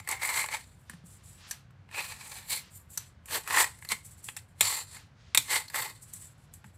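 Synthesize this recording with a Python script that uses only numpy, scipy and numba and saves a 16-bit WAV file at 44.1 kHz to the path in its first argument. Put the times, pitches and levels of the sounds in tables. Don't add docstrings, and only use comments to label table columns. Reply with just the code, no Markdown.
import sys
import numpy as np
from scipy import signal
from scipy.io import wavfile
from scipy.ndimage import uniform_filter1d
from numba import njit

SR = 44100
rng = np.random.default_rng(int(sys.argv[2]) if len(sys.argv) > 2 else 0)


def how_loud(loudness_db):
    steps = np.asarray(loudness_db, float) / 20
    return 10 ** steps


def master(y):
    cut = np.clip(np.atleast_2d(y).T, -1, 1)
    pcm = np.round(cut * 32767)
    wavfile.write(sys.argv[1], SR, pcm.astype(np.int16))


N = 298557

# pitch_hz, width_hz, level_db
WALL_MODES = [(330, 170, -11.5), (520, 50, -8), (856, 130, -0.5), (1037, 206, -1), (1320, 28, -6.5),
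              (1810, 240, -2.5), (2527, 190, -5.5), (1280, 5400, -17)]
# pitch_hz, width_hz, level_db
RIM_MODES = [(3024, 1400, -4.5), (3650, 67, -2), (4116, 170, 2), (4466, 160, 0), (4710, 100, -7.5),
             (4860, 440, -12), (5620, 89, -8.5), (6300, 200, -6.5), (4300, 6600, -11.5)]
# pitch_hz, width_hz, level_db
JAW_MODES = [(7100, 52, -3), (7332, 28, 3), (7550, 230, -6), (7816, 150, -1.5), (8075, 48, -3),
             (8550, 320, -5), (9270, 140, -2.5), (9600, 120, -13.5), (10300, 190, -11.5),
             (10180, 260, -8.5), (9100, 4800, -11.5)]
# pitch_hz, width_hz, level_db
EDGE_MODES = [(10950, 99, 2), (11440, 270, 1.5), (12170, 340, 4.5), (12080, 250, -16.5), (13700, 360, -2),
              (14300, 160, -5.5), (14840, 300, -7.5), (12400, 4300, -15.5)]
# pitch_hz, density_db (per Hz)
SHOP_SPECTRUM = [(24, -33), (40, -3.5), (131, -2), (336, -39), (450, -21), (484, -31), (520, -23),
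                 (1050, -23), (1510, -23), (2020, -28.5), (5710, -41.5), (13000, -76.5)]
# start_s, peak_db, pitch_hz
GRIP_BUMPS = [(0.004, -49, 99), (0.898, -55, 219), (0.936, -47, 169), (1.038, -50, 175),
              (3.924, -51.5, 210), (4.61, -50, 176), (4.629, -48, 97), (5.374, -54.5, 280),
              (5.386, -46.5, 122), (5.8, -51, 120), (6.646, -55.5, 201)]
# start_s, length_s, first_force_db, last_force_db, wall_bite_db
STROKES = [(0.0, 0.0094, -44.5, -63.5, 1), (.05, .008, -60, -70, -1), (0.096, 0.03, -45, -37.5, 2),
           (0.234, 0.08, -33.5, -36.5, 0), (0.342, 0.067, -34, -33, -1), (0.421, 0.051, -43, -51.5, 4),
           (0.522, 0.029, -42.5, -40, 3.5), (1.944, 0.047, -48, -43.5, 11.5), (2.005, 0.06, -47, -47, 2),
           (2.088, 0.049, -43, -50.5, 5), (2.154, 0.12, -52, -51, 4.5), (2.292, 0.096, -50.5, -46.5, 3),
           (2.397, 0.1, -55, -61.5, 6), (2.509, 0.063, -32.5, -37.5, -6.5), (3.31, 0.054, -41, -31.5, 1),
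           (3.465, 0.12, -50.5, -26.5, 4.5), (3.602, 0.036, -22.5, -36.5, 0), (3.887, 0.03, -52.5, -34, -3),
           (4.632, 0.072, -36, -29.5, -4), (4.725, 0.085, -30.5, -41, -1.5),
           (4.944, .03, -55.5, -55.5, 4.5), (5.512, 0.06, -30.5, -29, 1.5), (5.759, 0.087, -33, -40, 1),
           (5.86, 0.054, -49, -52.5, 0)]
# start_s, length_s, first_force_db, last_force_db
SKIMS = [(.8, 0.096, -68, -78), (1.06, 0.11, -58.5, -59.5), (1.24, .05, -59, -53.5), (1.3, 0.11, -59, -66),
         (1.478, 0.023, -59, -52), (2.705, 0.058, -63.5, -50.5), (2.775, 0.037, -61, -61.5),
         (2.907, 0.043, -53.5, -47), (3.26, 0.038, -64, -49), (3.82, 0.04, -53.5, -61),
         (4.048, 0.052, -50, -57.5), (4.115, .015, -53.5, -56), (4.18, 0.018, -54, -59),
         (4.243, 0.035, -47, -41.5), (4.3, 0.048, -61, -59), (4.49, 0.032, -67, -76),
         (6.028, 0.011, -48.5, -52.5), (6.07, 0.023, -61, -56), (6.138, 0.03, -44, -45),
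         (6.2, 0.05, -50.5, -49.5), (1.38, 0.074, -66, -76), (6.26, 0.055, -61.5, -62.5),
         (6.38, 0.065, -76, -69), (6.54, 0.0075, -60, -55), (6.655, 0.031, -65, -69.5),
         (6.745, 0.011, -66, -67)]
# start_s, length_s, first_force_db, last_force_db
DRAGS = [(.59, 0.19, -58, -71.5), (.91, .08, -64, -79), (1.525, 0.068, -55, -71), (2.62, 0.049, -67, -74),
         (2.99, 0.096, -57, -66.5), (3.405, 0.03, -64, -50), (3.66, 0.15, -50.5, -66),
         (3.95, 0.054, -64, -62), (4.385, 0.051, -53, -71), (4.62, 0.018, -42, -39),
         (4.87, 0.091, -56.5, -55.5), (4.99, .08, -68, -77), (5.39, 0.087, -52, -48),
         (5.6, 0.068, -59, -56.5), (5.95, 0.058, -59, -68.5)]
# at_s, tip_hz, tip_db, freedom_db
GRIP = [(0.0, 2130, 2, 6), (.42, 2147, 3, 2.5), (.54, 2190, -3, -2), (.9, 1870, -31, -3.5),
        (1.5, 1810, -6, -11), (1.98, 2330, -11.5, -3), (2.43, 2300, -13.5, -5.5), (2.54, 2200, 1.5, 0.5),
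        (3.3, 1920, -15.5, -1.5), (3.6, 1890, -3, -2), (3.92, 2150, 4, -1.5), (4.3, 1970, -5, -10),
        (4.64, 2170, -4.5, -1.5), (4.8, 1960, -11.5, 0.5), (5.35, 2180, -5, -1.5), (5.55, 2070, -5, -3),
        (5.8, 2016, -3.5, 1.5), (6.77, 1990, -5, -2.5)]
# start_s, wall_db, rim_db, jaw_db, spot_pitch_hz
KNOCKS = [(.074, -27.5, -39, -37, 2100), (.088, -24.5, -33, -28, 2170), (.112, -32.5, -39, -29.5, 2100),
          (.44, -21.5, -35, -40, 2190), (.486, -25, -37, -44, 2190), (.896, -31.5, -49, -42.5, 1650),
          (1.51, -29, -27, -31.5, 1700), (2.974, -31, -21.5, -29, 1690), (3.475, -22, -39, -34, 1810),
          (3.641, -18.5, -30, -31, 1930), (3.848, -33, -42, -44.5, 2050), (3.888, -41, -32, -35, 2200),
          (3.919, -13, -29, -30.5, 2070), (4.286, -23.5, -31, -44, 2670), (4.365, -31, -34, -37.5, 1800),
          (4.371, -33, -44, -38, 2520), (4.608, -8, -10.5, -14.5, 2470), (5.347, -11, -15, -18, 2510),
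          (5.374, -11, -9, -11, 2460), (5.681, -49, -37, -49, 2200), (5.699, -37.5, -44, -42.5, 1990),
          (5.743, -19.5, -41, -35, 1940)]
# start_s, wall_db, jaw_db, spot_pitch_hz
TICKS = [(.46, -32, -40, 2140), (0.933, -41.5, -59, 1780), (1.706, -49, -72, 1250),
         (1.889, -42.5, -73, 1870), (1.912, -40, -55, 1780), (2.902, -66, -52, 1710),
         (3.257, -47.5, -44.5, 2340), (3.284, -37.5, -50, 2780), (3.788, -55, -54, 1560),
         (3.823, -36, -54, 2050), (4.242, -59, -42, 1310), (4.968, -36.5, -48, 2100),
         (6.135, -56, -36.5, 2290), (6.38, -70, -70, 1345), (6.537, -53.5, -45.5, 2840),
         (6.642, -39, -61.5, 1595)]
# start_s, length_s, first_level_db, last_level_db
BRUSHES = [(.6, 0.1, -81, -81), (.915, 0.097, -59, -70.5), (1.05, 0.29, -73, -66.5),
           (1.41, 0.067, -57.5, -53.5), (1.53, 0.073, -53.5, -64), (2.6, 0.24, -53, -79),
           (2.99, 0.16, -57, -77), (4.0, 0.38, -71, -69), (5.0, 0.092, -58.5, -75), (5.2, 0.16, -68, -62.5),
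           (6.1, 0.19, -64.5, -65), (6.36, 0.34, -73.5, -71.5)]

SHOP_AIR_DB, SHOP_RUMBLE_DB = -68.5, -56
ROOM_T60_S, ROOM_DB = 0.2, -12.5
STROKE_RISE_DB_S, STROKE_FALL_DB_S = 593.5, 427
SKIM_RISE_DB_S, SKIM_FALL_DB_S = 1100, 437
DRAG_RISE_DB_S = 2003
STROKE_RIM_DB, RIM_SHARE_OF_BITE = -4, 0.18
STROKE_EDGE_DB, EDGE_SHARE_OF_BITE = -7.5, -0.24
SKIM_WALL_DB, SKIM_RIM_DB, SKIM_EDGE_DB = -20.5, -18, -9
DRAG_WALL_DB, DRAG_RIM_DB, DRAG_EDGE_DB = -5.5, -5, -13.5
TIP_WIDTH_HZ, TIP_DB = 290.0, 7
HELD_BELOW_HZ = 1200
CLINK_WIDTH_HZ, CLINK_DB = 280.0, 5.5
CHINK_HZ, CHINK_AT_HZ, CHINK_SLOPE = 3606, 2494, 1.3
TICK_RIM_DB = -15.5
BRUSH_FADE_DB_S, BRUSH_LOW_HZ, BRUSH_HIGH_HZ = 246, 913, 6500


@njit
def moving_band(x, hz, width):
    y, b, l = np.empty(len(x)), 0., 0.
    for i in range(len(x)):
        g, k = np.tan(np.pi * hz[i] / SR), width / hz[i]
        v = (b + g * (x[i] - l)) / (1 + g * (g + k))
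        b, l, y[i] = 2 * v - b, l + 2 * g * v, k * v
    return y


def mode(x, hz, width):
    return signal.lfilter(*signal.iirpeak(hz, hz / width, SR), x)


def band(x, low_hz, high_hz):
    return signal.sosfilt(signal.butter(2, [low_hz, high_hz], "band", fs=SR, output="sos"), x)


def walk(rate):
    hold = int(SR / rate)
    steps = np.repeat(rng.standard_normal(N // hold + 1), hold)
    return 1.15 * uniform_filter1d(uniform_filter1d(steps, hold), hold)[:N]


def workshop():
    rumble, air = 0, 0
    hz_at, db_at = np.transpose(SHOP_SPECTRUM)
    for hz in 48 * 2 ** np.arange(0, 8.1, .5):
        db = np.interp(np.log(hz), np.log(hz_at), db_at) + 0.47 * walk(5.9)
        noise = mode(mode(rng.standard_normal(N), hz, hz / 2), hz, hz / 2)
        part = how_loud(db) * noise * np.sqrt(.5)
        if hz < 230:
            rumble = rumble + part
        else:
            air = air + part
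    machine = 8 * mode(rng.standard_normal(N), 95, 18)
    rumble = rumble + how_loud(8.5) * np.std(rumble) * machine
    return rumble / np.std(rumble) * how_loud(SHOP_RUMBLE_DB) + air / np.std(air) * how_loud(SHOP_AIR_DB)


def force_power(rows, gain_db, rise_db_s, fall_db_s):
    t, power = np.arange(N) / SR, np.zeros(N)
    for (s, length, first, last, *_), db in zip(rows, np.broadcast_to(gain_db, len(rows))):
        near = slice(max(int((s - .15) * SR), 0), int((s + length + .25) * SR))
        late = t[near] - s
        held = first + (last - first) * np.clip(late / length, 0, 1)
        rise = rise_db_s * np.maximum(-late, 0)
        fall = fall_db_s * np.maximum(late - length, 0)
        power[near] += how_loud(db + held - rise - fall) ** 2
    return power


def contact(stroke_db, skim_db, drag_db):
    strokes = force_power(STROKES, stroke_db, STROKE_RISE_DB_S, STROKE_FALL_DB_S)
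    skims = force_power(SKIMS, skim_db, SKIM_RISE_DB_S, SKIM_FALL_DB_S)
    drags = force_power(DRAGS, drag_db, DRAG_RISE_DB_S, STROKE_FALL_DB_S)
    return np.sqrt(strokes + skims + drags)


def grit(spike_db, catch_db):
    slips = rng.standard_normal(N) * how_loud(spike_db * np.minimum(rng.exponential(size=N), 6))
    slips = slips * how_loud(catch_db * walk(170) + .6 * catch_db * walk(45))
    return slips / np.std(slips)


def steel(modes, rub, blow, last):
    out, power = 0, 0
    for hz, width, db in modes:
        reach = how_loud(2.4 * rng.standard_normal(len(KNOCKS + TICKS)))
        feed = rub * how_loud(3.1 * walk(8)) + blow * reach[last]
        feed = feed * rng.choice([-1, 1], size=N)
        out = out + how_loud(db) * mode(feed, hz, width)
        power += how_loud(db) ** 2 * width
    return out / np.sqrt(power * np.pi / 2 / SR)


def caliper_on_ring():
    bite = np.transpose(STROKES)[4]
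    on_wall = contact(bite, SKIM_WALL_DB, DRAG_WALL_DB)
    on_rim = contact(STROKE_RIM_DB + RIM_SHARE_OF_BITE * bite, SKIM_RIM_DB, DRAG_RIM_DB)
    on_jaw = contact(0, 0, 0)
    on_edge = contact(STROKE_EDGE_DB + EDGE_SHARE_OF_BITE * bite, SKIM_EDGE_DB, DRAG_EDGE_DB)

    at_s, *grip_columns = np.transpose(GRIP)
    tip_hz, tip_db, free_db = [np.interp(np.arange(N) / SR, at_s, c) for c in grip_columns]
    blow, last = taps()
    _, wall_tap, rim_tap, jaw_tap, spot_hz = np.transpose(all_taps())[:, last]

    dig = grit(spike_db=2.5, catch_db=2.7)
    slide = grit(spike_db=2.5, catch_db=2.8)
    both = (dig + slide) / np.sqrt(2)

    held_modes = [m for m in WALL_MODES if m[0] < HELD_BELOW_HZ]
    free_modes = [m for m in WALL_MODES if m[0] >= HELD_BELOW_HZ]
    held = steel(held_modes, dig * on_wall * how_loud(-5.5), blow * how_loud(wall_tap - 11.0), last)
    free = steel(free_modes, dig * on_wall * how_loud(-6.5), blow * how_loud(wall_tap - 8.5), last)
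    wall = how_loud(free_db - 4.5) * held + how_loud(-2.1) * free
    rim = steel(RIM_MODES, dig * on_rim * how_loud(-2.0), blow * how_loud(rim_tap - 11.5), last)
    jaw = steel(JAW_MODES, both * on_jaw * how_loud(-3.5), blow * how_loud(jaw_tap + 2.0), last)
    edge = steel(EDGE_MODES, both * on_edge * how_loud(-3.0), blow * how_loud(jaw_tap - 5.5), last)

    tip = dig * on_wall * how_loud(tip_db + TIP_DB + 12.5)
    for _ in range(2):
        tip = moving_band(tip, tip_hz, TIP_WIDTH_HZ)
    struck = struck_spot(blow, wall_tap, rim_tap, spot_hz)
    wall, rim = band(wall, 370, 3700), band(rim, 2400, 8500)
    jaw, edge = band(jaw, 5100, 12000), band(edge, 10000, 15600)
    return wall + rim + jaw + edge + tip + struck


def room(x):
    t = np.arange(SR // 2) / SR
    decay = np.exp(-np.log(1000) * t / ROOM_T60_S)
    tail = rng.standard_normal(len(t)) * decay * np.minimum(t / 0.0017, 1)
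    return signal.fftconvolve(x, tail / np.linalg.norm(tail))[:N] * how_loud(ROOM_DB)


def grip_shifts():
    out, t = np.zeros(N + 4000), np.arange(4000) / SR
    shape = np.exp(-t / 0.021) * np.minimum(t / 0.0018, 1)
    for s, db, hz in GRIP_BUMPS:
        i = int(s * SR)
        out[i:i + len(t)] += how_loud(db + 6.5) * np.sin(2 * np.pi * hz * t) * shape
    return out[:N]


def all_taps():
    ticks = [(s, wall, (wall + jaw) / 2 + TICK_RIM_DB, jaw, hz) for s, wall, jaw, hz in TICKS]
    return sorted(KNOCKS + ticks)


def taps():
    blow, last = np.zeros(N), np.zeros(N, int)
    t = np.arange(1500) / SR
    shape = np.exp(-t / 0.0045) * np.minimum(t / 0.00065, 1)
    for k, (s, *_) in enumerate(all_taps()):
        rattle = rng.standard_normal(len(t)) * shape
        i = int(s * SR)
        blow[i:i + len(t)] += rattle / np.linalg.norm(rattle) * 7.06
        last[i:] = k
    return blow, last


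def struck_spot(blow, wall_tap, rim_tap, spot_hz):
    clink = moving_band(blow * how_loud(wall_tap + CLINK_DB + 5.5), spot_hz, CLINK_WIDTH_HZ)
    chink_hz = np.minimum(CHINK_HZ * (CHINK_AT_HZ / spot_hz) ** CHINK_SLOPE, 6300)
    chink = moving_band(blow * how_loud(rim_tap + 15.5), chink_hz, 340.)
    return band(clink, 370, 3700) + chink


def fingers():
    swish = band(rng.standard_normal(N), BRUSH_LOW_HZ, BRUSH_HIGH_HZ)
    swish = band(swish, 300, BRUSH_HIGH_HZ) * how_loud(1.5 * walk(30))
    pressure = np.sqrt(force_power(BRUSHES, 0, BRUSH_FADE_DB_S, BRUSH_FADE_DB_S))
    return swish / np.std(swish) * pressure


def scene():
    near = caliper_on_ring()
    return (near + room(near) + grip_shifts() + workshop() + fingers())[None]


def band_limit(x):
    return signal.sosfilt(signal.butter(12, 16520, fs=SR, output="sos"), x)


def record(dry):
    dry = signal.sosfilt(signal.butter(4, 53, "high", fs=SR, output="sos"), dry)
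    dry = .9 * np.tanh(dry / .9)
    dry = signal.sosfilt(signal.ellip(8, .2, 60, 15700, fs=SR, output="sos"), dry)
    return band_limit(dry)


dry = scene()
out = record(dry)
master(out)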